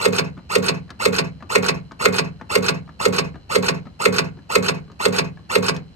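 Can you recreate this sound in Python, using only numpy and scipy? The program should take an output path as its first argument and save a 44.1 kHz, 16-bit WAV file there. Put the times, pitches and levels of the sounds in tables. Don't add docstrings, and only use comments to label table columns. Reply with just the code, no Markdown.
import sys
import numpy as np
from scipy import signal
from scipy.fft import rfft, irfft
from scipy.io import wavfile
from scipy.ndimage import uniform_filter1d

SR = 44100
rng = np.random.default_rng(int(sys.argv[2]) if len(sys.argv) > 2 else 0)


def decibels_to_gain(level_db):
    exponent = np.asarray(level_db, float) / 20
    return 10 ** exponent


def store_wav(level_fs):
    pcm = np.round(np.clip(np.atleast_2d(level_fs), -1, 1) * 32767)
    wavfile.write(sys.argv[1], SR, pcm.T.astype(np.int16))


N = 262395

TURN_S = 0.5
TIME = np.arange(N) / SR
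PHASE_S = (TIME + 0.02) % TURN_S - 0.02
SIZE = 270000
HZ = np.fft.rfftfreq(SIZE, 1 / SR)

# f/Hz, level/dB
AIR_COLOUR = [(15, -30), (30, -13.5), (75, 3.5), (144, -4.5), (215, -5.5), (340, -17), (1950, -29),
              (3000, -31.5), (3630, -37), (4380, -35), (8000, -44.5), (10000, -48), (13500, -56),
              (15500, -66)]
AIR_DB = -46
# f/Hz, width/Hz, level/dB
LAMP = [(2950, 250, -69), (4080, 90, -65), (4650, 120, -74), (5170, 100, -77)]
# f/Hz, t60/s
SHOP_DECAY = [(150, 0.28), (500, 0.26), (2000, 0.2), (8000, 0.011)]

# t/s, peak level/dB, thump level/dB, ring f/Hz
TAPS = [(0.369, -48, -41, 1260), (.376, -42, -36, 1184), (.389, -44, -64, 890), (.879, -54, -58, 1130),
        (0.893, -41.5, -60, 1680), (.904, -37, -37, 1670), (.906, -36.5, -44, 1180),
        (1.406, -45, -43, 1705), (1.424, -36, -34.5, 1198), (1.911, -40.5, -55, 1227),
        (1.918, -39.5, -40, 1520), (2.398, -48, -49, 1475), (2.412, -34, -33.5, 870),
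        (2.877, -48, -65, 1200), (2.891, -39.5, -40.5, 1140), (3.342, -44.5, -35.5, 1720),
        (3.356, -40, -39, 1210), (3.855, -43.5, -42, 860), (3.868, -41, -40, 1260),
        (4.371, -49.5, -39, 930), (4.389, -49, -44, 1695), (4.879, -52, -49, 1140),
        (4.899, -46.5, -40, 1230), (4.917, -47.5, -44, 1140), (5.373, -46, -54, 1700),
        (5.392, -52, -39.5, 1120), (5.764, -40, -31.5, 1800)]
BARE_DB = {5: 20, 10: 13.5, 23: 17, 26: 27}
EDGE_DB, TAP_PAN_DB = -19, 3.5

# f/Hz, level opening/dB, level closing/dB, left minus right/dB, left lead/rad
PANEL = [(64.4, -39, -47, 0.5, -1.5), (104.7, -29.5, -35, -1, .3), (141.9, -27, -24, 5, 1),
         (162.8, -29, -21.5, -2.5, 1.23), (185, -17, -23, 0, 0.1), (222.3, -20.5, -27.5, 6.5, 3.06),
         (258.2, -25.5, -29.5, -8, -0.33), (310, -30, -34, 14, -1.5)]
BRACKET = [(377.3, -30, -27.5, -15.5, 2.4), (401.6, -17, -32, -13, 0.4), (438.6, -12, -20, -2, 1.34),
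           (488, -10.5, -30, -9, 2), (505, -19.5, -28.5, 21, 2), (554, -14, -23, -7.5, 3),
           (581.6, -25, -33, 16, -2), (672.6, -24.5, -21.5, -7, 4), (893.4, -25.5, -23.5, 2, -2.5),
           (976, -27.5, -26.5, -13, 0.5), (1090, -28, -27, -2, 0.7), (1140, -29.5, -22, -1, -3.5),
           (1260, -26.5, -42, 7, -2)]
# f/Hz, t60/s
MODE_DECAY = [(100, 0.53), (190, 0.34), (480, 0.14), (1000, 0.11)]
# f/Hz, rise/s
MODE_BUILD = [(190, 0.024), (380, 0.0055), (900, 0.0019)]
THUDS_S = 0.0565, 0.188
FOCUS_S = (0.0085, 0.00858), (0.036, 0.0085)

# f/Hz, width/Hz, level/dB
HOUSING = [(1100, 150, -3), (2140, 90, -9), (2530, 220, -2), (4250, 140, 0), (6600, 150, -8)]
# f/Hz, level/dB
COAST_COLOUR = [(120, -34), (400, -2.5), (1000, -7.5), (2000, -10.5), (2600, -7.5), (3300, -26),
                (4300, -22.5), (8000, -34.5), (12000, -56)]
COAST_S, COAST_RISE_S, COAST_HOLD_S = 0.2304, 0.011, 0.06
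COAST_DB, COAST_SAG_DB_PER_S, COAST_FADE_DB_PER_S = -35.5, 129, 1500

# t/s, level/dB, centre f/Hz, t60/s
TICKS = [
    (-.008, -46, 2600, .05),
    (0.014, -34.5, 8150, 0.14),
    (0.035, -43, 11200, 0.098),
    (0.082, -27.5, 7300, 0.022),
    (0.1248, -31.5, 6400, 0.038),
    (0.14, -35.5, 13000, 0.039),
    (0.163, -20, 5800, 0.027),
    (0.244, -41.5, 5560, 0.059),
    (.254, -51, 4240, 0.014),
    (.297, -54, 6250, 0.019),
]
# t/s, level/dB, rise/s, t60/s
SLAMS = [
    (0.0508, -19.5, 0.0036, 0.057),
    (.181, -10.5, 0.0039, 0.05),
]
# f/Hz, level/dB
SLAM_COLOURS = [
    [(500, -41), (900, 11), (1400, -4), (2000, -14), (2600, -3), (3300, 25.5), (4300, 19), (6000, -10), (8500, -5), (10500, -38), (13000, -16), (15500, -24)],
    [(400, -27), (800, 7), (1000, -31), (1400, 9.5), (2200, 2.5), (3300, 6), (4300, 12), (6000, 2.5), (8500, -3.5), (10500, -6.5), (13000, -63), (15500, -41)],
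]

# power on t/s, stop reached t/s, top shaft f/Hz, whine/dB, rattle/dB
STROKES = [
    (-.012, .051, 473.8, -27, -27.5),
    (.119, .182, 514, -26, -26.5),
]
# multiple of shaft f, level opening/dB, level closing/dB
ORDERS = [(1, -9.5, -9), (3, 1, 2), (6, -2.5, 5), (9, 1.5, -1), (18, -0.5, 8.5)]
# f/Hz, level/dB
GEAR_COLOUR = [(250, -20), (450, -2.5), (700, -9.5), (1000, -3.5), (1400, -5), (2000, -10.5), (2600, -7),
               (3300, -18.5), (4300, -6.5), (6000, -19.5), (8500, -15), (10500, -29), (13000, -25),
               (15500, -21.5)]
START_HZ, SPIN_UP_HZ_PER_S, STALL_HZ_PER_S = (210.5, 256.5), (6300, 4900), (870, 4300)
WHINE_RISE_S, RATTLE_RISE_S = (0.019, 0.078), (0.031, 0.0096)
WHINE_FADE_DB_PER_S, RATTLE_FADE_DB_PER_S = (998, 1200), (340, 996)
LABOUR_S, LABOUR_DB_PER_S = 0.013, 300
CRUNCH_DB, CRUNCH_RISE_S, CRUNCH_DECAY_S = (-7.5, -10.5), (0.0037, 0.0053), (0.0061, 0.011)

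# f/Hz, left lead/rad; above 9 kHz the sides run opposed, then alike, then opposed
LEFT_LEAD = [(0, 0), (1290, 6.2), (1810, 2.5), (2240, 2.8), (2930, -0.6), (4390, -2.9), (6550, -6.2),
             (8270, -5.2), (9040, -3.1), (10200, -3.1), (11100, -0.0), (13000, 0.0), (13900, 3.0),
             (15500, 3.2)]
# f/Hz, left minus right/dB
PORT_PAN = [(60, -12), (110, 14), (200, 23), (380, -8.5), (700, -0.5), (1290, -5.5), (2380, 0.5),
            (4400, -4), (8120, -1), (15000, -2)]
# from f/Hz, to f/Hz, part lost (0 sum, 1
THINNED = [(8900, 9600, 0, .5), (9600, 10400, 0, .55), (10400, 11000, 1, .4), (11000, 13100, 1, .75),
           (13700, 14500, 0, .65), (14500, 15300, 0, .8), (15300, 16000, 0, .7), (15300, 16000, 1, .4)]


def evened(x):
    return x / np.sqrt(np.mean(x ** 2) + 1e-20)


def read(points, hz):
    f, value = np.transpose(points)
    return np.interp(np.log(hz + 1), np.log(f + 1), value)


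def coloured(x, points):
    return evened(irfft(rfft(x, SIZE) * decibels_to_gain(read(points, HZ)))[..., :N])


def resonate(x, hz, width):
    turn = np.exp(2j * np.pi * hz * TIME)
    r = np.exp(-np.pi * width / SR)
    return 2 * (turn * signal.lfilter([1 - r], [1, -r], x / turn)).real


def rising(t, rise):
    return 1 - np.exp(-(np.maximum(t, 0) / rise) ** 2 * 2)


def repeating(fresh=0.34):
    same = np.resize(rng.standard_normal(round(TURN_S * SR)), N)
    return np.sqrt(1 - fresh) * same + np.sqrt(fresh) * rng.standard_normal(N)


def struck(s, rise, t60):
    t = np.maximum(PHASE_S - s, 0)
    return (1 - np.exp(-(t / rise) ** 2)) * decibels_to_gain(-60 * t / t60)


def housed(x, ring_db):
    ring = sum(decibels_to_gain(db) * evened(resonate(x, hz, width)) for hz, width, db in HOUSING)
    return evened(x + decibels_to_gain(ring_db) * evened(ring))


def workshop():
    a, b = rng.standard_normal((2, 2, N))
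    shared = np.clip(read([(60, 1.0), (300, 0.65), (1000, 0.046)], HZ), 0, 1)
    air = irfft(np.sqrt(shared) * rfft(a[0], SIZE) + np.sqrt(1 - shared) * rfft(b, SIZE))[:, :N]
    pulses = np.diff(np.floor(100 * TIME), prepend=0) > 0
    pulses = pulses * (1 + 0.3 * a[1]) + 0.02 * a
    buzz = sum(decibels_to_gain(db) * evened(resonate(resonate(pulses, hz, w), hz, 3 * w)) for hz, w, db in LAMP)
    lamp = np.array([buzz[0], np.roll(buzz[1], 3)])
    return decibels_to_gain(AIR_DB) * coloured(air, AIR_COLOUR) + lamp


def echoes(x):
    hz, t, z = signal.stft(rng.standard_normal((2, SR // 2)), SR, nperseg=512)
    z[1, hz < 220] = z[0, hz < 220]
    tail = signal.istft(z * decibels_to_gain(-60 * t / read(SHOP_DECAY, hz)[:, None]), SR, nperseg=512)[1]
    return signal.oaconvolve(x, tail / np.linalg.norm(tail[0]), axes=1)[:, :N]


def taps():
    length = 4000
    t, out = np.arange(length) / SR, np.zeros((2, N + length))
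    noises = rng.standard_normal((len(TAPS), 3, length))
    bands = [562, 1500], [2900, 5800], [78, 283]
    dull, bright, low = (signal.butter(2, band, "band", fs=SR) for band in bands)
    sides = decibels_to_gain(TAP_PAN_DB * np.array([[0.5], [-0.5]]))
    for k, (s, db, thump_db, hz) in enumerate(TAPS):
        a, b, c = noises[k]
        edge_db = db + EDGE_DB + BARE_DB.get(k, 0)
        tap = decibels_to_gain(db + 1 - 60 * t / 0.053) * evened(signal.lfilter(*dull, a))
        tap += decibels_to_gain(db + 1 - 60 * t / 0.05) * np.sin(2 * np.pi * hz * t)
        tap += decibels_to_gain(edge_db - 60 * t / 0.029) * evened(signal.lfilter(*bright, b))
        thump = decibels_to_gain(thump_db - 60 * t / 0.14) * evened(signal.lfilter(*low, c))
        tap += thump * np.minimum(t / 0.00086, 1)
        start = round(s * SR)
        out[:, start:start + length] += tap * np.minimum(t / 0.0003, 1) * sides
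    return out[:, :N]


def bodywork():
    t, out = np.arange(SR // 2) / SR, np.zeros((2, N))
    hz, *blow_db, pan_db, lead = np.transpose(PANEL + BRACKET)[:, :, None]
    t60, build = read(MODE_DECAY, hz), read(MODE_BUILD, hz)
    for s, db, focus in zip(THUDS_S, blow_db, FOCUS_S):
        at = np.arange(s, N / SR, TURN_S)
        blows = np.zeros(N)
        blows[np.round(at * SR).astype(int)] = decibels_to_gain(0.4 * rng.standard_normal(len(at)))
        swell = decibels_to_gain(db - 60 * t / t60) * (1 - np.exp(-(t / build) ** 2))
        late = np.repeat(focus, (len(PANEL), len(BRACKET)))[:, None]
        for ear, side in enumerate((0.5, -0.5)):
            swing = np.sin(2 * np.pi * hz * (t - late) + side * lead)
            ring = decibels_to_gain(side * pan_db) * swell * swing
            out[ear] += signal.oaconvolve(blows, ring.sum(0))[:N]
    return out


def coast():
    t = np.maximum(PHASE_S - COAST_S, 0)
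    db = COAST_DB - COAST_SAG_DB_PER_S * t - COAST_FADE_DB_PER_S * np.maximum(t - COAST_HOLD_S, 0)
    rub = housed(coloured(repeating(), COAST_COLOUR), ring_db=-14.5)
    return rising(t, COAST_RISE_S) * decibels_to_gain(db) * rub


def ticks():
    out = np.zeros(N)
    for s, db, hz, t60 in TICKS:
        out += decibels_to_gain(db) * struck(s, 0.0017, t60) * evened(resonate(repeating(), hz, 0.18 * hz))
    return out


def slams():
    out = np.zeros(N)
    for (s, db, rise, t60), colour in zip(SLAMS, SLAM_COLOURS):
        cracks = housed(coloured(repeating(), colour), ring_db=-16)
        out += decibels_to_gain(db) * struck(s, rise, t60) * cracks
    return out


def stroke(which, tilt_db):
    start, stop, top_hz, whine_db, rattle_db = STROKES[which]
    t, past = PHASE_S - start, np.maximum(PHASE_S - stop, 0)
    moving = (t > 0) & (past < 0.06)

    hz = np.minimum(START_HZ[which] + SPIN_UP_HZ_PER_S[which] * t, top_hz)
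    hz = np.maximum(hz - STALL_HZ_PER_S[which] * past, 100)
    wobble = 1 + 0.025 * evened(uniform_filter1d(repeating(), 120))
    turns = np.cumsum(moving * hz * wobble) / SR
    turns -= np.maximum.accumulate(turns * ~moving)

    whine = np.zeros(N)
    for row in ORDERS:
        multiple, order_db = row[0], row[which + 1]
        flutter = decibels_to_gain(5.5 * evened(uniform_filter1d(repeating(), 130)))
        level = decibels_to_gain(order_db + read(GEAR_COLOUR, multiple * hz))
        whine += flutter * level * np.cos(2 * np.pi * multiple * turns)
    labour = np.maximum(PHASE_S - stop + LABOUR_S, 0)
    whine_db = whine_db - WHINE_FADE_DB_PER_S[which] * past - LABOUR_DB_PER_S * labour
    whining = rising(t, WHINE_RISE_S[which]) * decibels_to_gain(whine_db)

    grit = decibels_to_gain(4 * evened(uniform_filter1d(repeating(), 40)))
    colour = [(f, db + tilt_db * np.log2(f / 2000)) for f, db in GEAR_COLOUR]
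    rattle = housed(coloured(evened(grit) * repeating(), colour), ring_db=-22)
    rattle_db = rattle_db - RATTLE_FADE_DB_PER_S[which] * past
    rattling = rising(t, RATTLE_RISE_S[which]) * decibels_to_gain(rattle_db)

    crunch = decibels_to_gain(CRUNCH_DB[which]) * rising(past, CRUNCH_RISE_S[which]) * np.exp(-past / CRUNCH_DECAY_S[which])
    bright = rattle - uniform_filter1d(rattle, size=30)
    return moving * (whining * whine + rattling * rattle + crunch * bright)


def paired(x):
    t, (f, lead) = np.arange(900) / SR, np.transpose(LEFT_LEAD)
    half = decibels_to_gain(read(PORT_PAN, HZ) / 2) * np.exp(0.5j * np.interp(HZ, f, lead))
    scatter = rng.standard_normal((2, 900)) * decibels_to_gain(-60 * t / 0.029 - 23)
    return irfft(rfft(x, SIZE) * np.array([half, 1 / half]) * (1 + rfft(scatter, SIZE)))[:, :N]


def scene():
    opening = paired(stroke(0, tilt_db=-1.04))
    closing = paired(stroke(1, tilt_db=-2.5) + coast())
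    close = opening + closing + paired(slams() + ticks()) + bodywork() + taps()
    return close + decibels_to_gain(-11.5) * echoes(close) + workshop()


def band_limit(x):
    return signal.sosfilt(signal.butter(12, 15930, fs=SR, output="sos"), x)


def record(dry):
    dry = signal.lfilter(*signal.butter(2, 35, "high", fs=SR), dry)
    held = dry / (1 + (abs(dry) / 0.95) ** 6) ** (1 / 6)
    hz, t, z = signal.stft([held[0] + held[1], held[0] - held[1]], SR, nperseg=1024)
    for low, high, which, share in THINNED:
        kept = np.repeat(rng.random(len(t)) > share, 2)[:len(t)]
        z[which, (hz >= low) & (hz < high)] *= kept
    z = z * (hz < 15900)[:, None]
    total, difference = signal.istft(z, SR, nperseg=1024)[1][:, :N]
    return band_limit(np.array([total + difference, total - difference]) / 2)


dry = scene()
out = record(dry)
store_wav(out)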